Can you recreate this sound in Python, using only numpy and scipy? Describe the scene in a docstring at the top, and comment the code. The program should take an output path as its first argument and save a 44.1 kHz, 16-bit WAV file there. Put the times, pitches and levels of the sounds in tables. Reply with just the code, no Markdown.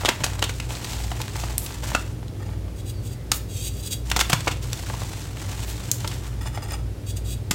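"""Two hands crush blocks of chalk, up close, over a heap of powder in a small room.
Fists crack lumps with bursts of tiny clicks and grind them to powder with filtered, crackling grains.
A block is dragged, rubbed and snapped: friction grains drive its resonances, and struck modes ring.
Lumps tap on the heap, dust hisses, skin squeaks; beating motors, a drone and rumble hum low behind."""
import sys
import numpy as np
from scipy import signal
from scipy.fft import rfft, irfft, next_fast_len
from scipy.io import wavfile
from scipy.ndimage import map_coordinates

SR = 44100
rng = np.random.default_rng(int(sys.argv[2]) if len(sys.argv) > 2 else 0)


def unload_wav(signal):
    """Save mono or channel-first audio to the path in sys.argv[1] as 16-bit WAV at rate SR, clipped to [-1, 1]."""
    wavfile.write(
        sys.argv[1],
        SR,
        np.round(np.clip(np.atleast_2d(signal).T, -1, 1) * 32767).astype(np.int16),
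    )


N = 332514
TIME = np.arange(N) / SR


def from_db(db):
    """Amplitude gain of a level in dB."""
    return 10 ** (np.asarray(db) / 20)


def rms_one(x):
    """Scale a signal to rms 1."""
    return x / np.sqrt(np.mean(x ** 2) + 1e-20)


def drift(rate_hz):
    """Slow random wander of rms 1: noise through two equal low-pass poles."""
    step = 20  # samples between the points of the slow curve
    pole = np.exp(-2 * np.pi * step * rate_hz / SR)
    warm_up = 4000
    noise = rng.standard_normal(N // step + warm_up + 2)
    slow = signal.lfilter([1], [1, -2 * pole, pole * pole], noise)[warm_up:]
    return np.interp(np.arange(N) / step, np.arange(len(slow)), rms_one(slow))


def colour(x, points):
    """Causal (minimum-phase) filter that follows a list of (Hz, dB)."""
    size = 2 * next_fast_len(len(x))
    hz, db = np.transpose(points)
    log_hz = np.log(np.maximum(np.arange(size // 2 + 1) * SR / size, 1))
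    gain = from_db(np.interp(log_hz, np.log(hz), db))
    # folding the cepstrum onto positive times makes the filter causal
    cepstrum = irfft(np.log(gain))
    cepstrum[1:size // 2] *= 2
    cepstrum[size // 2 + 1:] = 0
    response = np.exp(rfft(cepstrum))
    return irfft(rfft(x, size) * response)[:len(x)]


def band(x, hz, kind):
    """Second-order Butterworth filter."""
    return signal.sosfilt(signal.butter(2, hz, kind, fs=SR, output="sos"), x)


def resonate(x, hz, width_hz):
    """Two-pole resonance with gain 1 on top."""
    r = np.exp(-np.pi * width_hz / SR)
    feed = np.array([1, 0, -1]) * (1 - r * r) / 2
    feedback = [1, -2 * r * np.cos(2 * np.pi * hz / SR), r * r]
    return signal.lfilter(feed, feedback, x + 1e-18)


def body(x, modes):
    """Resonances side by side, with alternating signs."""
    return sum((-1) ** k * from_db(db) * resonate(x, hz, width) for k, (hz, width, db) in enumerate(modes))


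def regrip(x):
    """As the grip changes, a slightly uneven reading speed makes the resonances of a held block wander."""
    speed = 1 + 0.015 * drift(5)
    return map_coordinates(x, [np.cumsum(speed)], order=3, mode="mirror")


def ring(hz, t60):
    """A struck mode: a sine in a decay from height 1 that loses 60 dB in t60 seconds."""
    t = TIME[:SR // 4]
    return np.sin(2 * np.pi * hz * t) * np.exp(-np.log(1000) * t / t60)


def add(out, s, sound):
    """Mix a sound in at s seconds."""
    start = max(round(s * SR), 0)
    out[start:start + len(sound)] += sound[:max(N - start, 0)]


def grains(per_s, spread_db, size=N):
    """Random clicks of either sign: many small, a few large."""
    born = rng.random(size) < per_s / SR
    sign = rng.choice([-1, 1], size)
    return born * sign * from_db(spread_db * np.minimum(rng.exponential(1, size), 4))


def fracture(ms, size=4096, debris_db=-23, debris_ms=24, snap=1.9):
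    """A crack runs through the chalk as an avalanche of tiny breaks; the fragments then grate past each other."""
    age_ms = TIME[:size] * 1000
    # short cracks start at full strength, long ones build up
    swell = 1 - np.clip(ms / 4 - 1.2, 0, 0.85) * np.exp(-3 * age_ms / ms)
    burst = grains(per_s=20000, spread_db=2.5, size=size)
    burst[0] += snap
    burst = burst * swell * np.exp(-(age_ms / ms) ** 1.25)
    # a longer crack carries more energy and leaves more debris
    burst = burst * np.sqrt(np.sum(age_ms < ms) / np.sum(burst ** 2))
    debris = rms_one(grains(per_s=2500, spread_db=0.0, size=size)) * np.exp(-age_ms / debris_ms)
    return burst + from_db(debris_db) * np.sqrt(ms / 0.93) * debris


def strokes(rows, attack_s, build_db, release_s):
    """Gain over time of hand strokes: each sets in, builds as the pressure grows, then dies away."""
    power = np.zeros(N)
    for s, length, db in rows:
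        age = TIME - s
        attack = np.clip(age / attack_s, 0, 1)
        build = from_db(db + build_db * (np.clip(age / length, 0, 1) - 1))
        release = np.exp(-np.maximum(age - length, 0) / release_s)
        power += (attack * build * release) ** 2
    return np.sqrt(power)


def tone(hz, wander_hz):
    """A sine of rms 1 whose pitch wanders."""
    return np.sqrt(2) * np.sin(2 * np.pi * np.cumsum(hz + wander_hz * drift(3.1)) / SR)


# Room rumble and hiss. Each row: frequency in Hz, relative density in dB per Hz.
RUMBLE_SPECTRUM = [(25, -9.5), (40, -5), (75, 3), (110, 9), (140, -0.5), (220, -7.5), (350, -8),
                   (550, -14.5), (1000, -25.5), (2600, -30), (5000, -33), (10000, -37), (16000, -42)]
RUMBLE_DB = -34.5


def rumble():
    """Steady noise, strongest in the bass, with a faint hiss on top."""
    noise = band(rng.standard_normal(N), 35, "high")
    return from_db(RUMBLE_DB) * rms_one(colour(noise, RUMBLE_SPECTRUM))


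# Motors at nearly the same speed. Each row: frequency in Hz, level in dB relative to MOTORS_DB.
MOTOR_TONES = [(56.63, 0), (58.0, -8), (58.53, -6.5), (58.88, -7.5), (59.24, -5)]
MOTORS_DB = -36.0
IN_STEP_S = 4.15  # the moment at which they all swell together


def motors():
    """Steady tones close in pitch beat against each other."""
    mix = sum(from_db(MOTORS_DB + db) * np.cos(2 * np.pi * hz * (TIME - IN_STEP_S)) for hz, db in MOTOR_TONES)
    return np.sqrt(2) * mix


DRONE_HZ, DRONE_DB, DRONE_THROB_DB, DRONE_FLUTTER_DB = 97.3, -37.5, 2, 2.5
THROB_PER_S, THROB_PEAK_S = 1.93, 2.95


def drone():
    """A higher tone that throbs regularly and flutters at random."""
    throb = np.cos(2 * np.pi * THROB_PER_S * (TIME - THROB_PEAK_S))
    level_db = DRONE_DB + DRONE_THROB_DB * throb + DRONE_FLUTTER_DB * drift(10)
    return from_db(level_db) * tone(DRONE_HZ, wander_hz=1.59)


# Fainter tones of the hum. 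Each row: centre frequency in Hz, middle level in dB.
FAINT_TONES = [(41.5, -50), (117, -47), (120.1, -41.5), (174, -54), (238, -59), (303, -54.5)]


def faint_tones():
    """Tones that waver a little in level and pitch."""
    return sum(from_db(db + 2.44 * drift(5.0)) * tone(hz, wander_hz=0.00481 * hz) for hz, db in FAINT_TONES)


def hum():
    """Beating motors, a throbbing drone and fainter tones over a steady rumble."""
    return motors() + drone() + faint_tones() + rumble()


# Tint of the room echo. Each row: frequency in Hz, gain in dB.
ECHO_TINT = [(150, -0.5), (600, -0.5), (1500, 1), (3000, 0.5), (7000, -3), (15000, 0)]


def room(x, t60=0.33, wet_db=-10, first_echo_s=0.0026):
    """Dense echoes from nearby walls: convolution with decaying, coloured noise."""
    t = TIME[:SR // 2]
    onset = np.clip(t / first_echo_s - 1, 0, 1)
    tail = rng.standard_normal(len(t)) * np.exp(-np.log(1000) * t / t60) * onset
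    tail = colour(tail / np.sqrt(np.sum(tail ** 2)), ECHO_TINT)
    return from_db(wet_db) * signal.fftconvolve(x, tail)[:N]


# Skin squeaking on chalk. Each row: centre in seconds, half length in seconds, pitch at the centre in Hz,
# glide in Hz per second, peak level in dB.
SKIN_SQUEAKS = [(2.97, 0.046, 4570, -3200, -52), (3.18, 0.085, 2010, -500, -57)]


def squeaks(waver_hz=110):
    """Faint, thin sines that fall in pitch and waver fast."""
    out = np.zeros(N)
    for s, half, hz, glide, db in SKIN_SQUEAKS:
        pitch = hz + glide * np.clip(TIME - s, -2 * half, 2 * half) + waver_hz * drift(264)
        swell = from_db(db) * np.exp(-((TIME - s) / half) ** 2)
        out += swell * np.sin(2 * np.pi * np.cumsum(pitch) / SR)
    return out


# Fine dust squirting out between the fingers. Each row: peak in seconds, half length in seconds, level in dB.
DUST_PUFFS = [(1.643, 0.018, -34), (3.357, 0.025, -32), (5.693, 0.032, -41), (5.947, .022, -40)]


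def puffs(low_hz=7000):
    """Short bright hisses of escaping dust."""
    swell = sum(from_db(db) * np.exp(-((TIME - s) / half) ** 2) for s, half, db in DUST_PUFFS)
    dust = grains(per_s=9000, spread_db=3)
    return swell * rms_one(band(dust, low_hz, "high"))


# Loosened lumps dropping. Each row: start in seconds, gain in dB.
LUMP_DROPS = [(0.034, -19), (0.206, -18.5), (1.1161, -16), (1.202, -18), (1.3561, -19.5), (1.4361, -17),
              (1.706, -24), (1.8332, -21.5), (1.9172, -18), (2.2287, -29.5), (2.49, -30.5), (2.68, -31),
              (4.8987, -18), (4.939, -22), (5.018, -20), (6.458, -21.5), (6.575, -20.5), (6.719, -21)]
# Spectrum of their dull tap. Each row: frequency in Hz, gain in dB.
TAP_SPECTRUM = [(60, -15), (300, -6.5), (560, 5), (850, 5.5), (1400, -3.5), (3200, -10.5), (5300, -16.5),
                (7500, -25), (10000, -37), (15500, -39)]
LUMP_MS = 4.6


def lumps():
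    """Lumps land on the heap and crumble a little."""
    out = np.zeros(N)
    for s, db in LUMP_DROPS:
        add(out, s, from_db(db) * colour(fracture(LUMP_MS), TAP_SPECTRUM))
    return out


# Pulls of a block off the heap. Each row: start in seconds, length in seconds, relative level at the end in dB.
DRAG_PULLS = [(2.38, 0.12, -43), (6.4, 0.069, -36.5), (6.51, 0.052, -38.5), (6.61, 0.03, -38),
              (6.67, 0.062, -36)]
# Resonances of the scraped block. Each row: frequency in Hz, width in Hz, gain in dB.
SCRAPE_MODES = [(800, 51, 5.5), (900, 110, 0), (1270, 97, 2), (1860, 64, 3), (2330, 210, -4.5),
                (2850, 95, -1), (3400, 50, 2), (5040, 96, 5.5), (6160, 60, 2), (6930, 130, 1),
                (7330, 120, 0.5), (8700, 500, -2)]
DRAG_ATTACK_S, DRAG_BUILD_DB, DRAG_RELEASE_S = 0.016, 6.0, 0.035


def dragging(grit_db=-14, firm_db=-35, soft_hz=1900):
    """Chalk scrapes over chalk in uneven jerks; a light touch is duller than a firm one."""
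    friction = grains(per_s=1500, spread_db=1.5) * from_db(5.8 * drift(65))
    grit = band(friction, 600, "high")
    scrape = rms_one(regrip(body(friction, SCRAPE_MODES)) + from_db(grit_db) * grit)
    pressure = strokes(DRAG_PULLS, DRAG_ATTACK_S, DRAG_BUILD_DB, DRAG_RELEASE_S)
    firmness = np.clip(pressure / from_db(firm_db), 0, 1)
    dull, bright = band(scrape, soft_hz, "low"), band(scrape, soft_hz, "high")
    return from_db(5.0) * pressure * (dull - firmness * bright)


# Fingers sliding on a block. Each row: start in seconds, length in seconds, relative level at the end in dB.
FINGER_RUBS = [(2.75, 0.054, -48), (2.85, 0.053, -41), (3.02, 0.054, -43.5), (3.07, 0.066, -47),
               (3.48, 0.097, -40), (3.56, 0.12, -33.5), (3.69, 0.12, -43.5), (3.82, 0.057, -34.5),
               (3.9, 0.032, -27), (7.055, 0.052, -39.5), (7.155, 0.017, -37), (7.24, 0.094, -38)]
# Resonances of block and cupped hands. 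Each row: frequency in Hz, width in Hz, gain in dB.
HELD_BLOCK_MODES = [(2520, 140, -8.5), (2890, 170, -8.5), (3360, 55, 0), (3885, 77, -0.5),
                    (4540, 180, -6.5), (4760, 230, -3.5), (5850, 150, -9.5), (6680, 260, -3.5),
                    (7040, 180, -19), (7730, 450, -7), (7600, 170, 0.5), (8230, 200, -4), (9360, 140, -5.5),
                    (10750, 1100, -16.5), (14700, 1000, -11)]
RUB_ATTACK_S, RUB_BUILD_DB, RUB_RELEASE_S = 0.013, 11, 0.011


def rubbing(skin_db=-15):
    """Dry skin drags over the fine pores of a block: a gritty rustle that also sounds the block's resonances."""
    friction = grains(per_s=5400, spread_db=2.0) * from_db(0.91 * drift(95))
    ringing = band(regrip(body(friction, HELD_BLOCK_MODES)), 2100, "high")
    rustle = band(grains(per_s=6600, spread_db=0.0), [2400, 10000], "band")
    pressure = strokes(FINGER_RUBS, RUB_ATTACK_S, RUB_BUILD_DB, RUB_RELEASE_S)
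    return from_db(2.65) * pressure * rms_one(ringing + from_db(skin_db) * rustle)


# A whole block is knocked or snapped. Each row: start in seconds, gain in dB.
BLOCK_KNOCKS = [(1.949, -16), (3.317, -23.5), (7.513, -26)]
# Modes of a block. Each row: frequency in Hz, relative level in dB, 60 dB decay time in seconds.
KNOCK_MODES = [(1236, -8.5, 0.14), (1436, 4.5, 0.019), (2030, -11, 0.051), (2650, 3, 0.03)]


def knocks():
    """Whole blocks ring briefly in a few struck modes."""
    out = np.zeros(N)
    block = sum(from_db(db) * ring(hz, t60) for hz, db, t60 in KNOCK_MODES)
    for s, db in BLOCK_KNOCKS:
        add(out, s, from_db(db) * block)
    return out


# A fist jolts shut as its lump gives way. Each row: start in seconds, frequency in Hz, level in dB,
# 60 dB decay time in seconds.
FIST_THUMPS = [(0.22, 130, -12.5, 0.013), (4.3318, 153, -6.5, 0.038), (4.331, 170, -31, 0.024),
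               (7.511, 180, -11.5, 0.025)]


def thumps():
    """Closing fists thud: low modes that die at once."""
    out = np.zeros(N)
    for s, hz, db, t60 in FIST_THUMPS:
        add(out, s, from_db(db) * ring(hz, t60))
    return out


# Chalk fractures. Each row: start in seconds, length in ms, gain in dB, brightness in dB per octave,
# resonance of the piece in the hand in Hz.
CHALK_CRACKS = [(0.0494, 1.8, -12, -2.5, 505), (0.055, 7.9, -15.5, 0.2, 3500), (0.083, 5.5, -20, -2.7, 600),
                (0.0877, 6.6, -10, -0.2, 1690), (0.237, 4.4, -17, -1.5, 450), (0.241, 5.4, -12.5, 3, 585),
                (0.265, 1, -16.5, 0, 710), (0.393, 3.7, -25, 2.5, 800), (0.4208, 5.9, -25, 2, 1200),
                (0.425, 4.8, -13, -1.6, 2950), (0.44, 6.3, -20.5, 3, 3200), (0.493, 7, -24, 1, 1500),
                (0.6, 4.4, -24, 0.8, 2220), (0.8452, 4.6, -28, 1, 3500), (0.9321, 2.9, -25.5, -1, 3020),
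                (1.2156, 4.4, -26, 5, 3000), (1.2803, 1.8, -22.5, 0.5, 1420),
                (1.581, 0.53, -13.5, 9.5, 12800), (1.662, 5.2, -29.5, 5, 2980),
                (1.95, 4, -12.5, -1.4, 1510), (2.282, 2.3, -40, 2, 4000), (3.317, 3.7, -8, 4, 1300),
                (4.1, 4.6, -26.5, 5.5, 3000), (4.115, 4.1, -14, 0.3, 2480), (4.163, 6.8, -12.5, 1.3, 750),
                (4.1918, 4.6, -14.5, 1.5, 750), (4.2, 8.7, -18, 4.5, 3040), (4.21, 5.5, -11, 1.1, 1770),
                (4.297, 6.9, -15, 2, 700), (4.32, 7.4, -24, 0.5, 3000), (4.33, 5.8, -7.5, 0.4, 910),
                (4.406, 4.8, -27.5, -1, 7500), (4.471, 6.8, -23.5, -5.5, 1210),
                (4.476, 7.6, -16.5, -1, 2500), (4.51, 13, -27, 1.5, 2650), (4.731, 1.9, -16, 2.5, 750),
                (5.3703, 3.8, -33, -2, 2200), (5.9148, 2.5, -19, 10.5, 6400), (6.045, 7.2, -27.5, -2, 1000),
                (6.0755, 5.7, -27.5, 5.5, 4100), (6.1139, 7.4, -31, 0.7, 2500), (7.5098, 6, -13, 3.5, 1000)]
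# Spectrum of a fracture of middling brightness. Each row: frequency in Hz, gain in dB.
CRACK_SPECTRUM = [(60, -15.5), (300, 4), (560, 2), (850, 4.5), (1400, 1), (3200, 1), (5300, -2.5),
                  (7500, -2.5), (10000, -12.5), (15500, -17.5)]
# brightness tilts that spectrum about a pivot, between two edges
TILT_LOW_HZ, TILT_PIVOT_HZ, TILT_HIGH_HZ = 740, 3150, 11200
PIECE_DB, PIECE_Q = 1.5, 2.9  # strength and sharpness of the piece's resonance


def cracks():
    """Fractures are dull inside a closed fist and bright at an open edge; each piece adds its own brief resonance."""
    out = np.zeros(N)
    hz, middling_db = np.transpose(CRACK_SPECTRUM)
    octaves = np.log2(np.clip(hz, TILT_LOW_HZ, TILT_HIGH_HZ) / TILT_PIVOT_HZ)
    for s, ms, db, brightness, piece_hz in CHALK_CRACKS:
        spectrum = np.column_stack([hz, middling_db + brightness * octaves])
        crack = colour(fracture(ms), spectrum)
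        piece = resonate(crack, piece_hz, piece_hz / PIECE_Q)
        add(out, s, from_db(db) * (crack + from_db(PIECE_DB) * piece))
    return out


def crumbs(per_s, spread_db, cycles, count=14):
    """Small pieces break at random, each ringing for a few cycles at a pitch set by its size."""
    pitches = np.geomspace(700, 8000, count)
    sizes = [resonate(grains(per_s / count, spread_db), hz, hz / cycles) / np.sqrt(hz) for hz in pitches]
    return rms_one(sum(sizes))


# A fist clenches and grinds the chalk down. Each row: start in seconds, length in seconds,
# relative level at the end in dB, extra gain of the coarse grit in dB.
FIST_SQUEEZES = [(-0.02, 0.092, -37.5, 0), (0.185, 0.14, -44, 4), (0.4, 0.16, -44, -17),
                 (0.6, 0.09, -48, 1), (0.684, 0.048, -36.5, 0), (0.826, 0.21, -38, -2.5),
                 (1.103, 0.19, -42.5, -0.5), (1.326, 0.13, -38, -0.5), (1.596, 0.14, -42.5, -1),
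                 (1.817, 0.075, -37, -2), (4.047, 0.42, -43.5, -3.5), (4.405, 0.088, -48, -10),
                 (4.61, 0.19, -41, -4), (4.85, 0.18, -39.5, -2.5), (5.096, 0.15, -43, -1.5),
                 (5.346, 0.28, -40.5, -2), (5.664, 0.023, -37.5, -5), (5.79, 0.068, -41, -1),
                 (5.96, 0.17, -41, -3), (6.213, 0.041, -49.5, 3)]
# Spectrum of the grinding. Each row: frequency in Hz, relative density in dB per Hz.
POWDER_SPECTRUM = [(250, 7), (450, 0), (850, 10.5), (1100, 5.5), (2000, 3.5), (3500, 2.5), (5200, 0.5),
                   (7800, 2), (10000, -7), (15500, -9.5)]
SQUEEZE_ATTACK_S, SQUEEZE_BUILD_DB, SQUEEZE_RELEASE_S = 0.023, 1.5, 0.11


def crunch(split_hz=2800, slip_db=2.5):
    """Packed powder yields in small slips; grit crackles and the finest dust hisses."""
    clench = SQUEEZE_ATTACK_S, SQUEEZE_BUILD_DB, SQUEEZE_RELEASE_S
    dust_gain = strokes([(s, length, db) for s, length, db, _ in FIST_SQUEEZES], *clench)
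    grit_gain = strokes([(s, length, db + coarse) for s, length, db, coarse in FIST_SQUEEZES], *clench)
    slips = from_db(slip_db * drift(58))
    coarse_grains = colour(grains(per_s=1000, spread_db=3.0) * slips, POWDER_SPECTRUM)
    fine_grains = colour(grains(per_s=5500, spread_db=2.0) * slips, POWDER_SPECTRUM)
    grit = rms_one(band(coarse_grains, [300, split_hz], "band"))
    dust = rms_one(band(fine_grains, split_hz, "high"))
    pieces = crumbs(per_s=170, spread_db=5.0, cycles=3.0)
    return grit_gain * (from_db(-1.5) * grit + from_db(-9.0) * pieces) + dust_gain * dust


def scene():
    """The hands at work, their echo and the hum."""
    handling = squeaks() + puffs() + lumps() + dragging() + rubbing()
    crushing = knocks() + thumps() + cracks() + crunch()
    chalk = handling + crushing
    return (chalk + room(chalk) + hum())[None]


CUTOFF_HZ = 15900


def record(dry):
    """The deepest bass is rolled off, the highest peaks are rounded and the top is cut."""
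    thinned = band(dry, 30, "high")
    rounded = thinned / (1 + thinned ** 4) ** 0.25
    return signal.sosfilt(signal.ellip(10, 0.1, 80, CUTOFF_HZ, fs=SR, output="sos"), rounded)


dry = scene()
out = record(dry)
unload_wav(out)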